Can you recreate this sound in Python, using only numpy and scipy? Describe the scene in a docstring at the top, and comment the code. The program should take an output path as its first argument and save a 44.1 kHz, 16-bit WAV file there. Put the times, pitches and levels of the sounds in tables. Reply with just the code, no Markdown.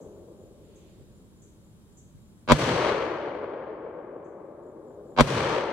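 """A rifle fires twice near a stereo microphone in a grassy clearing ringed by forest.
A quick, buzzy electronic stutter and swell sound just before each clipped crack. The trees return a boom
and a long roll that the air makes ever duller; an earlier shot still dies away, and a casing pings.
The gain control ducks at each shot and slowly lets crickets, a chipping bird and far rumble back in."""
import sys
import numpy as np
from scipy import signal
from scipy.io import wavfile
from scipy.ndimage import uniform_filter1d

SR = 44100
rng = np.random.default_rng(int(sys.argv[2]) if len(sys.argv) > 2 else 0)


def transcribe(signal):
    """Save signal, clipped to [-1, 1], as a 16-bit WAV file at the path in sys.argv[1]."""
    frames = np.atleast_2d(signal).T
    limited = np.clip(frames, -1, 1)
    pcm = np.round(limited * 32767).astype(np.int16)
    wavfile.write(sys.argv[1], SR, pcm)


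N = 252368
TIME = np.arange(N) / SR

# The rifle shots. Each row: time in seconds, blast level in dB, echo level in dB.
SHOTS = [(2.5193, 26.5, 4.5), (5.2072, 24.5, 1.5)]
# Stereo width of the echoes. Each row: frequency in Hz, left-right likeness from -1 to 1.
ECHO_LIKENESS = [(60, 0.93), (130, 1), (290, 1), (640, 0.85), (1410, 0.6), (3100, 0.24), (6820, -0.14),
                 (15000, -0.13)]
# The side the echoes come from. Each row: frequency in Hz, left over right in dB.
ECHO_BALANCE = [(60, -1), (110, 0.0), (200, 1), (380, 3), (700, 6), (1290, 8), (2380, 12.5), (4400, 5),
                (8120, 0.5), (15000, -1.5)]
NEAR_TREES_S, FAR_EDGE_S = 0.067, 0.37   # echo delays at the microphone


def from_db(db):
    """Decibels to gain."""
    return 10 ** (np.asarray(db) / 20)


def rms_one(x):
    """Scale to an rms of 1."""
    return x / np.sqrt(np.mean(x ** 2) + 1e-20)


def at_hz(points, hz):
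    """Read a table on a log-frequency axis."""
    freqs, values = np.array(points).T
    return np.interp(np.log(hz), np.log(freqs), values)


def pan(db):
    """Left and right gains for a level difference."""
    return from_db(np.array([[db], [-db]]) / 2)


def filtered(x, hz, kind, order=2):
    """Butterworth filter."""
    sos = signal.butter(order, np.clip(hz, 10, .49 * SR), kind, fs=SR, output="sos")
    return signal.sosfilt(sos, x + 1e-18)


def swell(s, length):
    """A smooth hump of height 1 around a moment."""
    return np.exp(-2 * ((TIME - s) / length) ** 2)


def hiss(low_hz, high_hz, order=3):
    """A band of noise, unrelated in the two channels."""
    return rms_one(filtered(rng.standard_normal((2, N)), [low_hz, high_hz], "band", order))


def noise_bands(spectrum, likeness, balance, grain_db=0):
    """Half-octave stereo noise bands by centre in Hz, together of rms 1; grain roughens the level."""
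    edges = np.geomspace(22, 17000, 21)
    grain = from_db(grain_db * np.interp(TIME, TIME[::64], rng.standard_normal(len(TIME[::64]))))
    white = rng.standard_normal((2, 2, N)) * grain
    bands = {}
    for k, hz in enumerate(np.sqrt(edges[1:] * edges[:-1])):
        mid, side = filtered(white[k % 2], edges[k:k + 2], "band", order=3)
        alike = np.clip(at_hz(likeness, hz), -1, 1)
        pair = np.sqrt(1 + alike) * mid + np.sqrt(1 - alike) * side * [[1], [-1]]
        bands[hz] = pair * from_db(at_hz(spectrum, hz)) * pan(at_hz(balance, hz))
    total = np.std(sum(bands.values()))
    return {hz: band / total for hz, band in bands.items()}


def stereo_noise(spectrum, likeness, balance):
    """Steady noise of rms 1 with a given colour, width and side."""
    return sum(noise_bands(spectrum, likeness, balance).values())


def add(out, s, sound):
    """Mix a short stereo sound in at a moment."""
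    start = round(s * SR)
    out[:, start:start + sound.shape[1]] += sound[:, :N - start]


def clearing(air_db=-53.5, grass_db=-70.0, leaves_db=-72.5):
    """Far rumble and faint hiss, a brief rustle of grass and leaves, and two soft bumps."""
    # Colour of the quiet clearing. Each row: frequency in Hz, relative density in dB.
    spectrum = [(15, -30), (25, -10.5), (92, -4), (175, -9.5), (212, -0.5), (301, -19.5), (354, -15.5),
                (695, -29), (911, -26.5), (2110, -36), (3160, -36), (6380, -42.5), (7310, -38.5),
                (8140, -42), (16000, -41.5)]
    # Its width. Each row: frequency in Hz, left-right likeness from -1 to 1.
    likeness = [(60, 0.72), (180, 0.7), (550, 0.96), (1650, -0.18), (4970, -0.62), (15000, 0.02)]
    # Its side. Each row: frequency in Hz, left over right in dB.
    balance = [(60, 0), (180, 1), (550, -4.5), (1650, 8.5), (4970, 7.5), (15000, -8.5)]
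    # Low bumps. Each row: centre in seconds, length in seconds, level in dB.
    low_bumps = [(1.016, 0.027, -47), (2.163, 0.032, -45)]
    air = from_db(air_db) * stereo_noise(spectrum, likeness, balance)
    grass = from_db(grass_db) * swell(0.81, 0.27) * hiss(2200, 3800)
    leaves = from_db(leaves_db) * swell(0.91, 0.47) * hiss(1300, 4700)
    bumps = hiss(74, 148) * sum(from_db(db) * swell(s, length) for s, length, db in low_bumps)
    return air + grass + leaves + bumps


def insect_chorus():
    """Far insects blend into thin, steady bands of hiss."""
    # The chorus bands. Each row: centre in Hz, width in Hz, level in dB.
    bands = [(3234, 460, -83), (3790, 250, -84.5), (7260, 600, -82.5), (9370, 1600, -79)]
    return sum(from_db(db) * hiss(hz - width / 2, hz + width / 2) for hz, width, db in bands)


def crickets(chirp_s=.115, strokes_per_s=34, stroke_depth=.6):
    """Two near crickets chirp evenly, each chirp a few wing strokes on one pitch."""
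    # Runs of chirps. Each row: start, end and chirp period in seconds, pitch in Hz, level in dB.
    runs = [(.11, 1.74, .249, 7150, -76.5), (1.91, 2.4, .295, 7160, -76.5), (4.62, 5.2, .222, 7150, -74.5),
            (.25, 2.45, .233, 7660, -82), (4.41, 5.2, .21, 7660, -80)]
    chirps = np.zeros(N)
    for start, end, period, hz, db in runs:
        age = (TIME - start) % period
        singing = (TIME > start) * (TIME < end)
        envelope = np.sqrt(np.abs(np.sin(np.pi * np.minimum(age / chirp_s, 1)))) * singing
        strokes = 1 - stroke_depth * np.cos(2 * np.pi * strokes_per_s * age)
        chirps += from_db(db) * envelope * strokes * np.sin(2 * np.pi * hz * TIME)
    flutter = 1 + 1.2 * rms_one(filtered(rng.standard_normal((2, N)), 100, "low"))
    return chirps * flutter   # uneven wing strokes widen each note


def bird(attack_s=0.0018, chip_t60=0.55, trees_db=-7, trees_t60=0.28):
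    """A bird's high chips linger among the trees."""
    # The chips. Each row: start in seconds, level in dB.
    chips = [(.008, -66), (.755, -65.5), (1.418, -62.5), (1.970, -60), (4.243, -63.5)]
    envelope = np.zeros(N)
    for s, db in chips:
        age = np.maximum(TIME - s, 0)
        decay = from_db(-60 * age / chip_t60) + from_db(trees_db - 60 * age / trees_t60)
        envelope += from_db(db) * (1 - np.exp(-age / attack_s)) * decay
    return envelope * hiss(5950, 7850, order=6)


def roll_gain(age, level_db=2, grass_db=-10, loss_db_per_s=11):
    """Grass answers first; the roll grows from near trees to far edge, then spreads and is absorbed."""
    decades = np.log10(np.maximum(age, NEAR_TREES_S) / FAR_EDGE_S)
    build_db = 7.5 * np.minimum(decades, 0)
    spread_db = 22.5 * np.maximum(decades, 0)
    absorbed_db = loss_db_per_s * np.maximum(age - FAR_EDGE_S, 0)
    trees_db = build_db - spread_db - absorbed_db
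    return (age > 0) * from_db(level_db + np.where(age < NEAR_TREES_S, grass_db, trees_db))


def forest_roll(earlier_shot_s=-2.734, earlier_shot_db=1.5, slaps_per_s=12, slap_db=4.5, edge_db=2):
    """Countless trunks scatter the blast; later echoes have come further and lost their treble."""
    # Colour of the roll as it starts. Each row: frequency in Hz, relative density in dB.
    spectrum = [(30, -24.5), (70, -15), (140, -19), (230, -16.5), (340, -3.5), (480, 3.5), (720, -6),
                (1000, -2.5), (1600, -6), (3000, -8.5), (6000, -17.5), (10000, -26), (15000, -34.5)]
    # Loss in air and leaves, beyond that of the low mids. Each row: frequency in Hz, dB per second.
    air_loss = [(60, 2), (200, -3.5), (400, -1.75), (600, 1.5), (1000, 4.5), (2000, 12.5), (4000, 29),
                (6000, 41), (8500, 52.5), (15000, 106)]
    bands = noise_bands(spectrum, ECHO_LIKENESS, ECHO_BALANCE, grain_db=-1.5)
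    # Single trunks stand out as slaps, the same ones for every shot.
    trunk_delays = np.flatnonzero(rng.random(N) < slaps_per_s / SR) / SR
    slaps = sum((swell(delay, 0.0033) for delay in trunk_delays), np.zeros(N))
    slaps_db = slap_db * np.minimum(slaps, 1)
    out = np.zeros((2, N))
    for s, echo_db in [(earlier_shot_s, earlier_shot_db)] + [(s, db) for s, _, db in SHOTS]:
        age = np.maximum(TIME - s, 0)
        wall_db = edge_db * swell(s + FAR_EDGE_S, 0.02)   # the far wall of trees answers as one
        dulled = sum(band * from_db(-at_hz(air_loss, hz) * age) for hz, band in bands.items())
        out += dulled * roll_gain(age) * from_db(echo_db + np.interp(age, TIME, slaps_db) + wall_db)
    return out


def boom(level_db=-6.5, peak_s=.2, build_db_per_s=24.5, fall_db_per_decade=51.5):
    """The near trees return the bass of the blast: it builds, then falls away with distance."""
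    # Colour of the boom. Each row: frequency in Hz, relative density in dB.
    spectrum = [(30, -24.5), (60, -15), (95, -6.5), (135, 2.5), (190, -7), (300, -5), (600, -27),
                (1500, -70)]
    envelope = np.zeros(N)
    for s, _, echo_db in SHOTS:
        age = TIME - s
        build_db = build_db_per_s * np.minimum(age - peak_s, 0)
        fall_db = fall_db_per_decade * np.log10(np.maximum(age / peak_s, 1))
        envelope += (age > 0) * from_db(echo_db + level_db + build_db - fall_db)
    return envelope * stereo_noise(spectrum, ECHO_LIKENESS, ECHO_BALANCE)


def casing(s=3.295, hz=12800, db=-57, t60=0.043):
    """The spent brass lands in the grass with a tiny ping."""
    age = np.maximum(TIME - s, 0)
    return from_db(db - 60 * age / t60) * np.sin(2 * np.pi * hz * age)


def lead_in_db(age, swell_db_per_s=3004, hold_s=0.02, release_db_per_s=5999):
    """Level of the electronic lead-in to a crack at age 0: a steep swell, a hold, a sudden release."""
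    return swell_db_per_s * np.minimum(age + hold_s, 0) - release_db_per_s * np.maximum(age, 0)


def electronic_swell(level_db=8.0):
    """A brief electronic swell of hollow noise just before each crack."""
    noise = hiss(720, 1150)[0] + from_db(-13) * hiss(310, 4000)
    return noise * sum(from_db(level_db + lead_in_db(TIME - s)) for s, _, _ in SHOTS)


def electronic_stutter(blast, shock, beat_s=.01064, loudest_db=19, faintest_db=-27):
    """A quick, buzzy electronic stutter just before each crack: four filtered copies of its sound."""
    beat = blast + from_db(-6) * shock
    bite = from_db(-1) * filtered(beat, [1800, 4800], "band", order=1)
    beat = filtered(beat + bite, 45, "high", order=1)
    beat = filtered(beat, 5600, "low", order=3)
    out = np.zeros((2, N))
    for s, _, _ in SHOTS:
        for k in range(1, 5):
            beat_db = max(loudest_db + lead_in_db(-k * beat_s), faintest_db)
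            add(out, s - k * beat_s, (-1) ** k * from_db(beat_db) * beat)   # polarity alternates
    return out


def muzzle_blast(gas_db=-15, gas_t60=0.066, jet_db=-8, jet_t60=0.029, build_s=0.0002):
    """The body of the shot: a short ring and a burst of gas noise."""
    # The ring at the microphone. Each row: pitch in Hz, level in dB, t60 in seconds, left over right in dB.
    modes = [(54, -10.5, 0.068, -3.5), (144.5, -13.5, 0.11, -9), (237, -6, .055, 4),
             (496, -5.5, 0.03, -3.5), (586, -3.5, 0.027, 7), (776, -21, 0.043, 2.5),
             (895, -21.5, 0.042, 4.5), (986, -10, 0.033, 19), (1330, -17.5, 0.052, 3),
             (2145, -26, 0.039, 3), (3520, -28.5, 0.039, 3.5), (3205, -25, 0.037, -0.5)]
    # Hiss of the muzzle gas. Each row: frequency in Hz, relative density in dB.
    spectrum = [(40, -29), (200, -3), (380, -5), (600, 7), (1200, -7), (2000, -8.5), (3700, -9.5),
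                (6000, -23), (9000, -22), (12000, -36), (16000, -37.5)]
    t = TIME[:SR // 6]
    ring = sum(pan(side_db) * from_db(db - 60 * t / t60) * np.cos(2 * np.pi * hz * t)
               for hz, db, t60, side_db in modes)
    gas = stereo_noise(spectrum, likeness=[(500, .6), (3000, 0.33), (12000, 0.12)],
                       balance=[(500, 1), (2000, 22.0), (4400, 11.0), (10000, 1)])
    gas_decay = from_db(gas_db - 60 * t / gas_t60) + from_db(jet_db - 60 * t / jet_t60)
    return ring * (1 - np.exp(-t / build_s)) + rms_one(gas[:, -len(t):]) * gas_decay


def shock_wave(shock_s=0.00033, top_hz=3200, ground_s=.0009, ground_db=-1, left_db=3):
    """A steep front with its suction, and its bounce off the ground."""
    t = TIME[:SR // 6]
    front = (1 - t / shock_s) * np.exp(-t / shock_s)
    bounce = from_db(ground_db) * np.interp(t - ground_s, t, front, left=0)
    return pan(left_db) * filtered(front + bounce, top_hz, "low")


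def rifle_cracks(blast, shock, shock_db=5.0):
    """Muzzle blast and shock wave arrive together as one crack per shot."""
    out = np.zeros((2, N))
    for s, blast_db, _ in SHOTS:
        add(out, s, from_db(blast_db) * (blast + from_db(shock_db) * shock))
    return out


def scene():
    """Shots, each led by an electronic stutter, with their echoes and the evening around them."""
    blast, shock = muzzle_blast(), shock_wave()
    lead_in = electronic_stutter(blast, shock) + electronic_swell()
    gunfire = rifle_cracks(blast, shock) + forest_roll() + boom() + casing()
    return lead_in + gunfire + crickets() + insect_chorus() + bird() + clearing()


def microphones(x, lag_s=.00008, crossover_hz=1200, top_hz=13000, bottom_hz=32):
    """Low sound reaches the left port a little late; the deepest bass and highest treble fall away."""
    low = filtered(x[0], crossover_hz, "low", order=1)
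    left = x[0] - low + np.interp(TIME - lag_s, TIME, low)
    return filtered(filtered(np.array([left, x[1]]), top_hz, "low"), bottom_hz, "high")


def gain_control(x, threshold_db=-22, range_db=26, release_db_per_s=10.0):
    """The gain drops at once on a loud sound, as far as its range allows, and creeps back."""
    power = uniform_filter1d(np.mean(x ** 2, axis=0), size=200)
    level_db = 10 * np.log10(np.maximum(power, 1e-12))
    cut_db = np.clip(level_db - threshold_db, 0, range_db)
    held_db = np.maximum.accumulate(cut_db + release_db_per_s * TIME) - release_db_per_s * TIME
    return x * from_db(-uniform_filter1d(held_db, size=60))


def record(dry):
    """Microphones, gain control, overload on the cracks, and a steep cut of the highest treble."""
    x = gain_control(microphones(dry))
    clipped = x / (1 + x ** 6) ** (1 / 6)
    return signal.sosfilt(signal.ellip(10, .1, 70, 15900, fs=SR, output="sos"), clipped)


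dry = scene()
out = record(dry)
transcribe(out)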